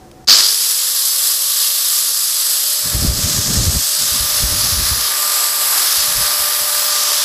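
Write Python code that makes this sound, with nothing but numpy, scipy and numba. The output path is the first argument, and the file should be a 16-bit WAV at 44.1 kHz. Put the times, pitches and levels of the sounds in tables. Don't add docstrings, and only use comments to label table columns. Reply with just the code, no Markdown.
import sys
import numpy as np
from scipy import signal
from scipy.fft import rfft, irfft
from scipy.io import wavfile
from scipy.ndimage import uniform_filter1d
from numba import njit

SR = 44100
rng = np.random.default_rng(int(sys.argv[2]) if len(sys.argv) > 2 else 0)


def to_wav(sig):
    pcm = np.clip(np.atleast_2d(sig), -1, 1) * 32767
    pcm = np.round(pcm).astype(np.int16)
    wavfile.write(sys.argv[1], SR, pcm.T)


def gain_from_db(level_db):
    decades = np.asarray(level_db, float) / 20
    return 10 ** decades


N = 319284
T = np.arange(N) / SR

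# (time [s], level [dB])
YARD = [(0, -42), (.246, -42.5), (.3, -41), (.45, -52), (.6, -62), (2.6, -57.5), (3.2, -52), (5.2, -53.5),
        (7.24, -50.5)]
# (frequency [Hz], density [dB per Hz])
YARD_COLOUR = [(15, -30), (30, -2), (70, -1.5), (200, -2.5), (700, -11.5), (3000, -27.5), (5500, -24.5),
               (15000, -34)]
# (frequency [Hz], width [Hz], level [dB])
YARD_DRONES = [(104, 25, -12.5), (337.5, 18, -10.5), (500, 25, -12.5), (750, 16, -6)]
# (time [s], peak [dB], frequency [Hz])
TICKS = [
    (0.1141, -29, 4250),
    (0.2454, -33, 5130),
]
# (speed [Hz], time constant [s])
SPIN_UP = [
    (211, .16),
    (197, .52),
]
# (time [s], depth [0-1])
SPARK = [(.27, 0.4), (.3, 0.6), (.34, 0.33), (.45, 0.15), (.8, 0), (2, 0), (7.24, 0)]
# (time [s], level [dB])
SLAM = [(.272, -27), (.282, -22), (.285, -8), (.31, -2), (.335, -6), (.37, -19), (.46, -16), (.55, -32),
        (.7, -60)]
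# (time [s], extra gain [dB])
OVERSHOOT = [(.274, -1), (.284, 11), (.314, 14), (.354, 7.5), (.468, 4.5), (.57, 0), (.68, 0)]
# (time [s], nearness [dB], grip turned to the microphone [0-1],
# side vent aim [-1..1], fan outlet aim [-1..1])
POSE = [(.68, -19.5, 0, 0.025, .1), (1.1, -21, 0.06, .4, 0.37), (2.3, -20, 0, 0.09, 0.34),
        (2.74, -20.5, 0.2, 0.66, 0.29), (2.92, -22.5, .6, 0.27, 0.034), (3.06, -20.5, .6, .3, -.2),
        (3.15, -22.5, 0.46, .1, -.5), (3.24, -19, .4, 0, -1), (3.58, -19.5, 0.55, 0.077, -1.1),
        (3.87, -20, .25, 0.51, -0.36), (4.25, -19.3, 0.55, -.7, -0.2), (5.06, -19.2, 0.74, -0.89, -0.046),
        (5.2, -21.5, 1, 0.76, 0.34), (5.74, -21, 0.97, 0.63, .5), (5.92, -18, .7, -0.93, -.1),
        (6.25, -20, 0.93, -0.27, 0.32), (6.72, -21.5, 0.94, .1, .5), (6.96, -18.5, 0.78, -.6, -0.46)]
# (frequency [Hz], width [Hz], level [dB])
GRIP_MODES = [(605, 425, -8.5), (1198, 303, 0), (1716, 420, -1.5), (2570, 1150, -5.5)]
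HEAD_MODES = [(3602, 940, -5.5), (4210, 570, -7), (4840, 810, -1), (6040, 1140, -6)]
VENT_MODES = [(7220, 990, -3.5), (7930, 450, -1), (8430, 850, -3)]
OUTLET_MODES = [(10190, 1400, -3), (11350, 2100, -5), (12000, 890, -3), (12960, 1200, -8),
                (14900, 1400, -16.5)]
# (time [s], half length [s], gain [dB])
WHISTLE_PASSES = [(1.5, .8, 4), (5.88, .12, 8), (6.6, .45, 6)]
WHINE_ORDERS = (1, 2, 12, 24)
# (level [dB], gain with the grip turned [dB], gain per dB of overshoot [1])
TONES = [
    (-51, 12.5, .7),
    (-50, 16.5, 0.5),
    (-56, 0, 0),
    (-42, 0, .4),
]
# (time [s], half length [s], gain [dB])
GLINTS = [
    [(3.2, .4, 3.5), (4.4, 0.45, 3), (.33, .05, 3.5), (5.0, 0.11, -10), (5.4, 0.31, -4.5), (5.78, .1, -11),
     (6.9, 0.49, 3)],
    [(.7, .3, -8), (1.7, .5, 7), (3.2, 0.7, -12), (4.2, .15, 6), (5.35, 0.28, 2.5), (7.0, 0.11, 6)],
    [(.46, .07, 35)],
    [(.355, .05, 21), (.58, .08, 13), (1.16, .25, 13), (1.7, .25, 5), (2.5, .25, -6), (4.4, .6, 9),
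     (6.82, .12, 13), (7.24, .15, 6)],
]
# (time [s], centre [Hz])
SIDE_BANDS = [(0.803, 11300), (1.103, 5700), (1.103, 8600), (1.22, 6900), (1.619, 4700), (1.987, 13000),
              (2.152, 12400), (2.198, 11700), (2.241, 9300), (2.405, 7550), (2.405, 13100), (3.289, 10300),
              (3.848, 8250), (4.843, 11300), (6.006, 6000), (6.006, 8250), (6.006, 14000), (6.097, 8950),
              (6.865, 4700)]
# (time [s], peak [dB], time to fall 10 dB [s], 0 = too short to be heard)
GUSTS = [(2.4, -56, 0), (2.76, -38, 0), (2.87, -25, .025), (2.954, -15, 0.02), (3.04, -14.5, 0.0462),
         (3.11, -14, 0.0366), (3.19, -20, .03), (3.28, -16, 0.0535), (3.39, -21, .06), (3.51, -13.5, .05),
         (3.61, -13, .06), (3.69, -16, .04), (3.76, -15.5, .025), (4.03, -29, .025), (4.16, -27, .05),
         (4.22, -27.5, .06), (4.33, -33, .06), (4.44, -23, 0.05), (4.53, -24, 0.06), (4.66, -24.5, .09),
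         (4.8, -23.5, 0.08), (4.93, -24.5, 0.06), (5.0, -33, 0.02), (5.99, -40, .03), (6.09, -35, .07),
         (6.2, -31, .05), (6.43, -44, .05), (6.62, -41, 0.03)]
# (time [s], peak [dB], pitch [Hz])
THUMPS = [(2.943, -9, 66), (3.045, -5, 200), (3.074, -5.5, 66), (3.235, -10, 100), (3.385, -14.5, 115),
          (3.568, -9, 70), (3.666, -10, 95), (3.75, -9.5, 95), (4.115, -23, 72.7), (4.197, -18.5, 65),
          (4.43, -11, 62), (4.515, -16, 75), (4.722, -15.5, 95), (4.912, -13, 72), (5.977, -41, 37.7),
          (5.979, -34, 80.7), (6.151, -27, 43.1), (6.395, -36, 70.0)]

DROPOUT_START_S, DROPOUT_END_S = .247, .2725


def curves(table):
    s, *columns = np.transpose(table)
    return [np.interp(T, s, c) for c in columns]


def swells(rows):
    s = T[::64]
    bumps = sum(db * np.exp(-((s - at_s) / half_s) ** 2) for at_s, half_s, db in rows)
    return np.interp(T, s, bumps)


def unit(x):
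    return x / np.sqrt(np.mean(x ** 2))


def noise():
    return rng.standard_normal(N)


@njit
def svf(x, hz, width, passes):
    y, b, l, g, k = x.copy(), np.zeros(passes), np.zeros(passes), 0., 0.
    for i in range(len(x)):
        if i % 16 == 0:
            g, k = np.tan(np.pi * hz[i] / SR), width / hz[i]
            c = 1 / (1 + g * (g + k))
        for p in range(passes):
            v = (b[p] + g * (y[i] - l[p])) * c
            b[p], l[p], y[i] = 2 * v - b[p], l[p] + 2 * g * v, k * v
    return y


def ring(x, hz, width):
    return svf(x, hz + np.zeros(N), 1.69 * width, 2)


def walk(rate):
    k = int(SR / rate)
    steps = np.repeat(rng.standard_normal(N // k + 1), k)[:N]
    return unit(uniform_filter1d(uniform_filter1d(steps, k), k))


def yard():
    hz, db = np.transpose(YARD_COLOUR)
    bins = np.log(np.arange(N // 2 + 1) * SR / N + 1)
    colour = gain_from_db(np.interp(bins, np.log(hz), db))
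    hum = unit(irfft(rfft(gain_from_db(0.88 * walk(13)) * noise()) * colour, N))
    drones = sum(gain_from_db(db) * unit(ring(noise(), hz, width)) for hz, width, db in YARD_DRONES)
    out = gain_from_db(curves(YARD)[0]) * (hum + drones)
    for s, peak_db, tick_hz in TICKS:
        scrape = np.exp(-np.abs(T - s - .001) / 0.0013) * noise()
        tick = svf(scrape, tick_hz + np.zeros(N), 4000., 1)
        out += gain_from_db(peak_db - 3) * tick / np.max(np.abs(tick))
    return out


def speed():
    switch_s, free_turns_hz = .27, 598.3
    sag_hz, sag_at_s, sag_over_s = 2.2, 4.7, .2
    since_s = np.clip(T - switch_s, 0, None)
    missing = sum(gap_hz * np.exp(-since_s / lag_s) for gap_hz, lag_s in SPIN_UP)
    return free_turns_hz - missing - sag_hz / 2 * (1 + np.tanh((T - sag_at_s) / sag_over_s))


def fan_level_db():
    power, full_hz = 3.3, 470
    return power * 20 * np.log10(np.minimum(speed() / full_hz, 1))


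def turbulence():
    mains_beat_hz, first_spark_s = 100, .282
    depth = np.clip(curves(SPARK)[0], 0, 1)
    throb = 1 - depth * np.cos(2 * np.pi * mains_beat_hz * (T - first_spark_s))
    return throb / np.sqrt(1 + depth ** 2 / 2) * gain_from_db(0.76 * walk(300) + 0.58 * walk(12))


def part(modes, drive, flicker_db, drift=0.007):
    out = 0
    for hz, width, db in modes:
        level = gain_from_db(db + flicker_db * walk(9))
        out = out + level * ring(drive * noise(), hz * (1 + drift * walk(4)), width)
    return unit(out)


def beam(drive, hz, width):
    return unit(ring(drive * noise(), hz, width))


def aimed(hz, shift):
    return hz * (1 + shift + 0.01 * walk(6))


def slam(drive):
    return gain_from_db(curves(SLAM)[0]) * beam(drive, 4650, 680)


def gear_head(drive):
    _, grip_turn, _, outlet_aim = curves(POSE)
    main_beam = beam(drive, aimed(5160, -.04 * outlet_aim), 800)
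    head = unit(part(HEAD_MODES, drive, flicker_db=0.83) + gain_from_db(-5) * main_beam)
    turned_to_mic = outlet_aim + 0.67 * np.clip(grip_turn - .5, 0, 1)
    head += gain_from_db(-10 - 6 * turned_to_mic) * beam(drive, 6500, 1270)
    head += gain_from_db(-15 + 1.5 * fan_level_db()) * beam(drive, 14000, 1600)
    return head


def grip(drive):
    grip_turn = curves(POSE)[1]
    level_db = -15 + 8.5 * grip_turn + 0.27 * curves(OVERSHOOT)[0]
    palm = gain_from_db(-24 + 17 * grip_turn) * beam(drive, 980, 520)
    return gain_from_db(level_db) * (part(GRIP_MODES, drive, flicker_db=0.52) + palm)


def side_vent(drive):
    aim = curves(POSE)[2]
    vent = part(VENT_MODES, drive, flicker_db=1.2)
    vent = unit(vent + gain_from_db(-3.5) * beam(drive, aimed(7810, .012 * aim), 640))
    return gain_from_db(-3.5 + 4 * aim + 0.69 * fan_level_db()) * vent


def fan_outlet(drive):
    _, _, vent_aim, outlet_aim = curves(POSE)
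    outlet = part(OUTLET_MODES, drive, flicker_db=0.0)
    outlet = unit(outlet + gain_from_db(-5) * beam(drive, aimed(10810, .045 * vent_aim), 940))
    whistle_db = -15.5 + swells(WHISTLE_PASSES) + 1.8 * walk(3.95)
    outlet += gain_from_db(whistle_db) * beam(drive, 13650, 450)
    outlet += gain_from_db(-12.5 + 9.5 * vent_aim) * beam(drive, 11950, 400)
    return gain_from_db(-0.33 + 4 * outlet_aim + 0.89 * fan_level_db()) * outlet


def hiss():
    drive = turbulence()
    housing = gear_head(drive) + grip(drive) + side_vent(drive) + fan_outlet(drive)
    return gain_from_db(curves(POSE)[0] + curves(OVERSHOOT)[0]) * housing + slam(drive)


def whine():
    turns = np.cumsum(speed() * (1 + 0.00056 * walk(60))) / SR
    grip_turn, extra_db = curves(POSE)[1], curves(OVERSHOOT)[0]
    out = 0
    for order, (tone_db, turn_db, share), glints in zip(WHINE_ORDERS, TONES, GLINTS):
        db = tone_db + turn_db * grip_turn + share * extra_db + swells(glints)
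        db = db + (1.0 + .08 * order) * walk(25)
        out = out + np.sqrt(2) * gain_from_db(db) * np.sin(2 * np.pi * order * turns)
    return out


def side_noise():
    half_s, level_db, half_width = 1024 / SR, -28, 0.11
    side = np.zeros(N)
    size = int(2 * half_s * SR)
    bins = np.arange(size // 2 + 1) * SR / size
    window = signal.windows.kaiser_bessel_derived(size, 4 * np.pi)
    for s, hz in SIDE_BANDS:
        band = irfft(rfft(rng.standard_normal(size)) * (np.abs(bins / hz - 1) < half_width), size)
        start = int((s - half_s) * SR)
        side[start:start + size] += gain_from_db(level_db) * unit(band) * window
    return np.array([side, -side])


def thumps():
    out = np.zeros(N)
    for (s, peak_db, hz), phase in zip(THUMPS, rng.random(len(THUMPS))):
        cycles = np.arange(int(4 * SR / hz)) * hz / SR
        envelope = cycles / 0.72 * np.exp(1 - cycles / 0.76)
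        swing = envelope * np.sin(2 * np.pi * (cycles - 0.037 * cycles ** 2 + phase))
        start = int(s * SR)
        out[start:start + len(swing)] += gain_from_db(peak_db - 2.5) * swing
    return out


def draught():
    slow = T[::32]
    power = sum(gain_from_db(peak_db - 10 * np.abs(slow - s) / fall_s) ** 2 if fall_s else
                gain_from_db(peak_db - 10 * np.abs(slow - s) / 1e-9) ** 2 for s, peak_db, fall_s in GUSTS)
    gust = np.interp(T, slow, np.sqrt(power))
    rustle = gain_from_db(-46.5) * np.minimum((gust / gain_from_db(-31)) ** 0.4, gust / gain_from_db(-49))
    puffs = gain_from_db(1.8 * walk(30)) * noise()
    eddy_hz = np.clip(100 * (1 + .18 * walk(15)), 30, 300)
    eddies = unit(ring(puffs, eddy_hz, 58))
    eddies = eddies + gain_from_db(-5.5) * unit(ring(puffs, 57, 42))
    eddies = eddies + gain_from_db(-9.5) * unit(ring(puffs, 174, 130))
    return gain_from_db(-2) * (gust * unit(eddies) + rustle * unit(ring(puffs, 390, 290))) + thumps()


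def scene():
    gusts = draught()
    felt = signal.lfilter([1 / (0.028 * SR)], [1, 1 / (0.019 * SR) - 1], gusts ** 2)
    duck = (1 + felt / gain_from_db(-18) ** 2) ** -.36
    mono = yard() + duck * (T > DROPOUT_END_S) * (hiss() + whine()) + gusts
    return np.array([mono, mono])


def top_cut(x):
    return signal.sosfilt(signal.butter(12, 15630, fs=SR, output="sos"), x)


def record(dry):
    top_hz = 15330
    muted = (T > DROPOUT_START_S) & (T < DROPOUT_END_S)
    bass = signal.sosfilt(signal.butter(2, 300, fs=SR, output="sos"), dry)
    trail = bass * np.exp(-np.clip(T - DROPOUT_START_S, 0, 1) / 0.0086)
    x = np.where(muted, trail + gain_from_db(-10) * dry, dry)
    low_pass = signal.ellip(10, .2, 70, top_hz, fs=SR, output="sos")
    x = signal.sosfilt(low_pass, np.clip(x, -.8, .8))
    return top_cut(x + side_noise())


dry = scene()
out = record(dry)
to_wav(out)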